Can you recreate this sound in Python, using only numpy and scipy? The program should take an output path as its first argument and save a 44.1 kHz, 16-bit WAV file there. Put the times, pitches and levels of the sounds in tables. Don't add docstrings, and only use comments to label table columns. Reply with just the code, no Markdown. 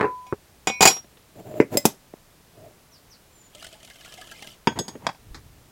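import sys
import numpy as np
from scipy import signal
from scipy.fft import rfft, irfft, next_fast_len
from scipy.io import wavfile
from scipy.ndimage import map_coordinates

SR = 44100
rng = np.random.default_rng(int(sys.argv[2]) if len(sys.argv) > 2 else 0)


def wav_record(signal):
    frames = np.transpose(np.atleast_2d(signal))
    bounded = np.clip(frames, -1, 1)
    quanta = np.round(bounded * 32767).astype(np.int16)
    wavfile.write(sys.argv[1], SR, quanta)


N = 251811


def amp(db):
    return 10 ** (np.asarray(db) / 20)


def unit(x):
    return x / np.sqrt(np.mean(x ** 2) + 1e-20)


def curve_at(points, hz):
    f, values = np.transpose(points)
    return np.interp(np.log(hz + 1), np.log(f + 1), values)


def envelope(rows):
    s, db = np.transpose(rows)
    return amp(np.interp(np.arange(N) / SR, s, db, left=-np.inf, right=-np.inf))


def wobble(rate):
    return map_coordinates(rng.standard_normal(int(N * rate / SR) + 4), [np.arange(N) * rate / SR])


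def add(track, s, sound):
    start = max(round(s * SR), 0)
    track[start:start + len(sound)] += sound[:N - start]


def filtered(x, response):
    size = next_fast_len(N + SR // 2)
    return irfft(rfft(x, size) * response(np.fft.rfftfreq(size, 1 / SR)), size)[:N]


def coloured(x, eq):
    return unit(filtered(x, lambda hz: amp(curve_at(eq, hz))))


def impulse_response(eq, size=4096):
    gains = amp(curve_at(eq, np.fft.rfftfreq(size, 1 / SR)))
    cepstrum = irfft(np.log(gains + 1e-6))
    cepstrum[1:size // 2] *= 2
    cepstrum[size // 2 + 1:] = 0
    return irfft(np.exp(rfft(cepstrum)))[:size // 2]


def stroke(start, length, swell_db, db, release_t60, attack_s=.008):
    t = np.arange(N) / SR - start
    attack = np.clip(t / attack_s, 0, 1)
    below_peak_db = swell_db * np.clip(1 - t / length, 0, 1)
    release_db = 60 * np.maximum(t - length, 0) / release_t60
    return attack * amp(db - below_peak_db - release_db)


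# f/Hz, relative level/dB
HISS_EQ = [(12, -34.5), (20, -3), (134, -4), (301, -10.5), (446, -10.5), (485, -13), (574, -11.5),
           (660, -12.5), (738, -13.5), (1090, -15.5), (2020, -18.5), (5230, -21.5), (16000, -25.5)]
def room_tone():
    return amp(-55.5) * coloured(rng.standard_normal(N), HISS_EQ)


# f/Hz, t60/s
KITCHEN_DECAY = [(150, 0.19), (1000, 0.16), (5000, 0.18), (14000, .16)]
def kitchen_reverb(x):
    hz, t, noise = signal.stft(rng.standard_normal(SR // 3), SR, nperseg=256)
    decay = amp(-60 * t / curve_at(KITCHEN_DECAY, hz)[:, None])
    tail = signal.istft(noise * decay, SR, nperseg=256)[1]
    return signal.fftconvolve(np.pad(x, (SR // 200, 0)), tail / np.linalg.norm(tail))[:N]


# t/s, length/s, swell/dB, final level/dB
FOOT_ROLL = [(5.16, 0.16, 9.5, -47.5)]
# f/Hz, relative level/dB
BOARDS_EQ = [(12, -36), (20, -4.5), (119, -1.5), (189, -19), (323, -12.5), (366, -25), (400, -18),
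             (520, -27), (880, -120)]
# t/s, f/Hz, level/dB, t60/s
HEEL_THUMP = (5.31, 42, -33, .14)
def footfall():
    track, t = np.zeros(N), np.arange(SR // 4) / SR
    s, hz, db, t60 = HEEL_THUMP
    add(track, s, amp(db - 60 * t / t60) * np.sin(2 * np.pi * hz * t))
    rumble = stroke(*FOOT_ROLL[0], release_t60=1.75) * coloured(rng.standard_normal(N), BOARDS_EQ)
    return track + rumble


# t/s, length/s, start f/Hz, end f/Hz, dry level/dB
BIRD_NOTES = [(2.906, 0.077, 6420, 4000, -53.5), (3.097, 0.059, 6650, 3640, -50.5),
              (3.295, 0.23, 7340, 6850, -57)]
def bird():
    track = np.zeros(N)
    for s, length, from_hz, to_hz, db in BIRD_NOTES:
        progress = np.linspace(0, 1, int(length * SR))
        phase = 2 * np.pi * np.cumsum(from_hz + (to_hz - from_hz) * progress) / SR
        add(track, s, amp(db) * np.sin(np.pi * progress) * np.sin(phase))
    return track + amp(-2.5) * kitchen_reverb(track)


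def rub(strokes, eq, release_t60, db):
    slips = rng.standard_normal(N) * amp(2 * wobble(160))
    return amp(db) * sum(stroke(*row, release_t60) for row in strokes) * coloured(slips, eq)


# t/s, length/s, swell/dB, final level/dB before trim; the strainer adds its scrape level/dB
STRAINER_SLIDES = [(1.353, .05, 3, -44.5, -70.5), (1.443, .155, 7, -38.5, -64.5),
                   (1.70, .04, 22, -28.5, -38.5), (1.838, 0.014, 21, -40.5, -39.5)]
SLICE_SLIDES = [(2.53, 0.13, 13, -47.5)]
LID_SLIDES = [(4.69, .04, 12, -38), (4.755, .026, 6, -30), (4.82, 0.14, 6, -50), (4.99, 0.072, 17, -40.5)]
# f/Hz, relative level/dB
CHINA_RUB_EQ = [(59, -34), (100, -1), (211, -10), (434, -7.5), (523, -15.5), (617, -1), (895, -23),
                (1380, -32), (2620, -33), (6000, -47), (7370, -31), (8010, -47), (14000, -37.5)]
STEEL_SCRAPE_EQ = [(590, -28.5), (1000, -2.5), (3230, -20), (3540, -17), (7530, -20.5), (8960, -20),
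                   (13000, -20.5), (16000, -19.5)]
LID_RUB_EQ = [(47, -43), (80, 7), (187, 0), (272, -0.5), (533, -11), (792, -5.5), (950, -4.5), (1200, -15),
              (1460, -22), (1930, -17), (3850, -33), (4880, -35), (6060, -44), (6690, -28), (9000, -55.5),
              (11700, -87), (19800, -120)]
def rubbing():
    china = [(s, length, swell_db, db) for s, length, swell_db, db, _ in STRAINER_SLIDES]
    steel = [(s, length, swell_db, db) for s, length, swell_db, _, db in STRAINER_SLIDES]
    return (rub(china, CHINA_RUB_EQ, release_t60=.17, db=3.0)
            + rub(steel, STEEL_SCRAPE_EQ, release_t60=0.21, db=-1.5)
            + rub(SLICE_SLIDES, CHINA_RUB_EQ, release_t60=0.32, db=2.5)
            + rub(LID_SLIDES, LID_RUB_EQ, release_t60=0.033, db=2.0))


# t/s, start f/Hz, level/dB
GULPS = [(3.555, 595, -43), (3.735, 624, -46), (3.75, 840, -48), (4.183, 724, -38.5)]
def gulps(t60=0.11, rise_per_s=1.05):
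    track, t = np.zeros(N), np.arange(SR // 10) / SR
    for s, hz, db in GULPS:
        phase = 2 * np.pi * np.cumsum(hz * (1 + rise_per_s * t)) / SR
        attack = 1 - np.exp(-t / 0.0011)
        add(track, s, amp(db - 60 * t / t60) * attack * np.sin(phase))
    return track


def bubbles(times, db, centre_hz, cycles, rise, spread_db):
    pitch_draw, life_draw, level_draw = rng.standard_normal((len(times), 3)).T
    hz = np.clip(centre_hz * np.exp(0.6 * pitch_draw), 500, 14000)[:, None]
    t = np.arange(SR // 40) / SR
    age = t * hz / (cycles * np.exp(0.48 * life_draw))[:, None]
    gains = amp(db + spread_db * np.clip(level_draw, -2, 2))[:, None]
    phase = 2 * np.pi * hz * t * (1 + rise * np.minimum(age, 5))
    grains = gains * (np.exp(-age) - np.exp(-8 * age)) * np.sin(phase)
    index = (times[:, None] * SR).astype(int) + np.arange(len(t))
    return np.bincount(index.ravel(), grains.ravel(), N)[:N]


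# f/Hz, width/Hz, level/dB against the direct sound
POT_AIR = [(652, 56, -3), (1690, 53, 6.5), (2084, 42, 8.5), (3010, 290, 1), (4700, 62, -9)]
def hollow(f):
    return 1 + sum(amp(db) * 1j * f * width / (hz * hz - f * f + 1j * f * width)
                   for hz, width, db in POT_AIR)


def small_splashes(flow_rows, count=20, over_flow_db=12.5, scatter_db=4.5):
    s, flow_db = np.transpose(flow_rows)
    times = s[0] + (s[-1] - s[0]) * (np.arange(count) + rng.uniform(size=count)) / count
    levels_db = np.interp(times, s, flow_db) + over_flow_db + scatter_db * rng.standard_normal(count)
    return np.column_stack([times, levels_db])


# t/s, relative level/dB
FLOW = [(3.49, -72), (3.609, -44), (3.8, -56.5), (4.11, -46.5), (4.26, -50), (4.52, -44.5), (4.59, -74.5)]
# t/s, relative level/dB
BIG_SPLASHES = [(3.6237, -32), (3.6448, -34.5), (3.7259, -35.5), (3.8287, -36), (3.8462, -34),
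                (4.0074, -38), (4.0467, -33.5), (4.0823, -47), (4.138, -31.5), (4.1794, -38), (4.2117, -31),
                (4.3122, -30), (4.4219, -33)]
# f/Hz, relative level/dB
SPRAY_EQ = [(180, -1), (300, -2), (537, -4.5), (667, 1), (1060, -16.5), (1300, -6), (1900, -51),
            (2100, -17), (2360, -10), (3030, -2.5), (4160, -10.5), (7950, -8.5), (16000, -23.5)]
def pour(bubbles_per_splash=24, puff_t60=0.032):
    flow = envelope(FLOW)
    splashes = np.vstack([BIG_SPLASHES, small_splashes(FLOW)])
    spray = unit(rng.standard_normal(N) * amp(3 * wobble(300))) * flow * amp(-6)
    t = np.arange(SR // 20) / SR
    for s, db in splashes:
        add(spray, s + 0.0015, amp(db - 7.0 - 60 * t / puff_t60) * rng.standard_normal(len(t)))
    spray_in_pot = coloured(filtered(spray, hollow), SPRAY_EQ) * np.std(spray)
    starts, levels_db = np.repeat(splashes, bubbles_per_splash, axis=0).T
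    delays = 0.0017 + rng.exponential(0.0036, len(starts))
    clusters = bubbles(starts + delays, levels_db - 14, centre_hz=4800, cycles=6, rise=.003, spread_db=3)
    fizz = bubbles(rng.uniform(0, N / SR, 4500), 0, centre_hz=4400, cycles=9, rise=.004, spread_db=5)
    return spray_in_pot + filtered(clusters, hollow) + amp(-6) * flow * unit(filtered(fizz, hollow))


# low f/Hz, high f/Hz
HIT_BANDS = [(90, 600), (600, 3000), (3000, 16000)]
def clatter(body, band_db, t60, hard_hz, push):
    t = np.arange(SR // 5) / SR
    rattle = rng.standard_normal(len(t)) * amp(-60 * t / t60) * (1 - np.exp(-t / 0.00015))
    pulse = np.exp(-t / .0001)
    lowpass = signal.butter(2, np.clip(hard_hz, 500, 20000), fs=SR, output="sos")
    force = signal.sosfilt(lowpass, rattle + push * pulse / pulse.sum())
    sound = signal.fftconvolve(force, body)[:len(t)]
    hit = np.zeros(len(t))
    for band, db in zip(HIT_BANDS, band_db):
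        part = signal.sosfilt(signal.butter(2, band, "band", fs=SR, output="sos"), sound)
        hit += amp(db) * part / np.std(part[:SR // 100])
    return hit


def knocks(contacts, eq, push, db):
    track, body = np.zeros(N), impulse_response(eq)
    for s, knock_db, clack_db, tick_db, *_, t60, hard_hz in contacts:
        add(track, s, clatter(body, (knock_db, clack_db, tick_db), t60, hard_hz, push))
    return amp(db) * track


def rolloff(hz, hard_hz):
    return 1 / (1 + (hz / hard_hz) ** 8)


def rings(contacts, modes, db, soft_hz=np.inf, stops_s=(), stop_t60=0.045):
    track, t = np.zeros(N), np.arange(SR // 2) / SR
    hz, mode_db, t60 = np.transpose(modes)
    waves = np.sin(2 * np.pi * hz[:, None] * t) * amp(-60 * t / t60[:, None])
    centres = np.sqrt(np.prod(HIT_BANDS, axis=1))
    for s, *band_db, ring_db, _, hard_hz in contacts:
        drive_db = np.interp(np.log(hz), np.log(centres), band_db) + ring_db + rng.normal(0, 1, len(hz))
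        gains = amp(drive_db + mode_db) * rolloff(hz, hard_hz) * rolloff(hz, soft_hz)
        free_s = min([stop - s for stop in stops_s if stop > s], default=0 if stops_s else np.inf)
        damping = amp(-60 * np.maximum(t - free_s, 0) / stop_t60)
        add(track, s, gains @ waves * damping)
    return amp(db) * track


def voice_hits(rows, mid_db, hard_hz, mid_share=.25, db_per_octave=13):
    return [(s, db, db + mid_db + mid_share * bright_db, db + bright_db,
             ring_db, t60, hard_hz * 2 ** (bright_db / db_per_octave))
            for s, db, bright_db, ring_db, t60 in rows]


# t/s, knock/dB, clack/dB, tick/dB (all before trim), clatter t60/s, hardness/Hz
TAP_HITS = [(2.1375, -29.5, -44.5, -71, 0.012, 1290), (5.345, -36, -30.5, -32, 0.14, 8100)]
# f/Hz, relative level/dB
TAP_EQ = [(60, 5), (300, 10), (1000, 13), (4000, 10.5), (15000, -15)]
def taps():
    return knocks(TAP_HITS, TAP_EQ, push=1.7, db=-6.5)


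# t/s, relative knock/dB, brightness/dB, ring/dB, clatter t60/s
CUP_HITS = [(0.001, -28, -8.5, 8, 0.053), (0.0101, -18, -6.5, -16.5, 0.057),
            (0.0285, -21, -11.5, -16.5, 0.081), (0.0431, -19.5, -15, 2, 0.15),
            (0.3255, -22.5, -23, -34.5, 0.045)]
# f/Hz, relative level/dB, t60/s
CUP_MODES = [(1001, -17, .68), (2233, -9.5, .65), (2466, -3.5, .68), (4054, -20, .45), (4860, -14.5, .2),
             (5920, -19, .2)]
# f/Hz, relative level/dB
CUP_EQ = [(47, -19), (80, -11), (281, -8), (419, 4.5), (599, 2), (1050, -7), (1980, -10.5), (2200, -10),
          (2820, 0.5), (3140, -19), (4770, -25.5), (5300, -33), (7260, -27.5), (11300, -30), (12000, -80),
          (15600, -102), (22000, -120)]
CUP_RING_STOPS = [0.33, .885]
def cup():
    hits = voice_hits(CUP_HITS, mid_db=2, hard_hz=3665)
    knock = knocks(hits, CUP_EQ, push=15.0, db=5.5)
    return knock + rings(hits, CUP_MODES, db=10.5, soft_hz=1327, stops_s=CUP_RING_STOPS)


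# t/s, relative knock/dB, brightness/dB, ring/dB, clatter t60/s
LID_BUMPS = [(4.6724, -14.5, -11, 5.5, 0.057), (4.7893, -29, 2, 1, 0.048), (4.797, -27.5, -43, -16, 0.047),
             (4.8811, -34.5, 0.5, -6, 0.074), (4.9535, -34.5, -35.5, -18, 0.072)]
LID_LANDING = [(5.0671, -27.5, 7, -6.5, 0.034), (5.09, -35.5, 2, -10, 0.054),
               (5.148, -57.5, 5.5, -21, 0.044)]
# f/Hz, relative level/dB, t60/s
LID_MODES = [(952, -5, .05), (1540, -21, .15), (1910, -21, .1), (3315, -22, .22), (3597, -16, .053),
             (4750, -8.5, .048), (5150, -9, .06), (6621, -4.5, .2), (7903, -6, .07)]
# f/Hz, relative level/dB
LID_EQ = [(47, -31.5), (80, -15.5), (248, -3), (700, -4), (960, -6.5), (1310, -17.5), (1490, -14),
          (2220, -13.5), (3320, -5.5), (4230, -22), (4830, -9.5), (6030, -24.5), (6740, -20), (9610, -27),
          (16000, -26)]
def lid():
    hits = voice_hits(LID_BUMPS, mid_db=1.0, hard_hz=9900)
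    hits += voice_hits(LID_LANDING, mid_db=8, hard_hz=2877)
    return knocks(hits, LID_EQ, push=7, db=1.5) + rings(hits, LID_MODES, db=3.0)


# t/s, relative knock/dB, brightness/dB, ring/dB, clatter t60/s
POT_HITS = [(0.267, -54.5, -2.5, 4.5, .05), (0.6722, -22.5, 0.5, 1, 0.093), (0.7005, -27, -17, 1.5, 0.02),
            (0.8077, -17, 2, -1, .1), (0.8205, -24.5, 10.5, -2, 0.12), (0.8275, -13, 1, -2, .06),
            (0.8537, -10.5, 4, -4, .075), (0.874, -23, 9.5, 7, .055), (0.883, -24, 5.5, -6.5, 0.12),
            (0.9025, -29.5, -6.5, -16, 0.11), (0.966, -39.5, -3.5, -3, 0.094), (1.044, -50, -33, -22, .04),
            (1.1715, -54, -10, -17.5, 0.039)]
# f/Hz, relative level/dB, t60/s
POT_MODES = [(770, 4, .061), (2486, -7, .09), (2940, -8, .072), (3315, -8, .1), (4013, -16, .14),
             (4845, -12, .17), (5076, -11, .08), (5636, -8.5, .38), (6939, -3.5, .1), (7165, -7, .1),
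             (7247, -6, .1), (7960, -12.5, .1), (9300, -9, .1), (10840, -21.5, .24), (11775, -29, .28),
             (13580, -19.5, .18)]
# f/Hz, relative level/dB
POT_EQ = [(47, -45), (80, -28), (212, -9), (265, -14), (378, -6.5), (493, -1), (751, -4), (1600, -16),
          (2430, -16.5), (3700, -2), (6170, -13.5), (7050, -3), (8410, -26.5), (9190, -27.5), (16000, -20)]
POT_RING_STOPS = [1]
def teapot():
    hits = voice_hits(POT_HITS, mid_db=3.5, hard_hz=11000)
    pot_ring = rings(hits, POT_MODES, db=-1.5, stops_s=POT_RING_STOPS)
    cup_ring = rings(hits, CUP_MODES, db=-3, stops_s=CUP_RING_STOPS)
    return pot_ring + cup_ring + knocks(hits, POT_EQ, push=4, db=1.5)


# t/s, relative knock/dB, brightness/dB, ring/dB, clatter t60/s
STRAINER_HITS = [(1.541, -34, -36, -9.5, 0.034), (1.6017, -4, -28.5, -9.5, .09),
                 (1.613, -26.5, -19, -3.5, 0.055), (1.626, -22.5, -39, -14, .06),
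                 (1.744, -30, -19.5, -1, 0.049), (1.752, -19.5, -52, -10.5, 0.03),
                 (1.7721, -19, -2, 3.5, 0.045), (1.8537, -6, -5, -12, 0.056)]
# f/Hz, relative level/dB, t60/s
STRAINER_MODES = [(576.4, -0.5, 0.051), (2039, -15, 0.098), (3750, -25.5, 0.069), (5130, -6, 0.096),
                  (5063, -13.5, 0.08), (6498, -21.5, .11), (7500, 3, 0.054), (9680, -29.5, 0.045),
                  (10770, -16, .06), (12700, -6.5, .07), (14770, -8, .09)]
# f/Hz, relative level/dB
STRAINER_EQ = [(47, -45.5), (80, -26), (215, -7.5), (300, -8), (460, 1), (896, -16.5), (1280, -25.5),
               (1400, -24.5), (2490, -17.5), (2840, -27), (3700, -29), (4140, -33.5), (5050, -27.5),
               (7870, -29), (9820, -29.5), (16000, -27.5)]
def strainer():
    hits = voice_hits(STRAINER_HITS, mid_db=0.5, hard_hz=17500)
    return knocks(hits, STRAINER_EQ, push=37.7, db=0.5) + rings(hits, STRAINER_MODES, db=2.5)


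def scene():
    at_pot = teapot() + strainer() + lid() + rubbing() + pour() + gulps()
    direct = at_pot + cup() + taps()
    return (direct + amp(-15.5) * kitchen_reverb(at_pot) + bird() + room_tone() + footfall())[None]


def record(dry, top_hz=16100):
    clipped = dry[0] / (1 + np.abs(dry[0]) ** 8) ** (1 / 8)
    return filtered(clipped, lambda hz: hz < top_hz)[None]


dry = scene()
out = record(dry)
wav_record(out)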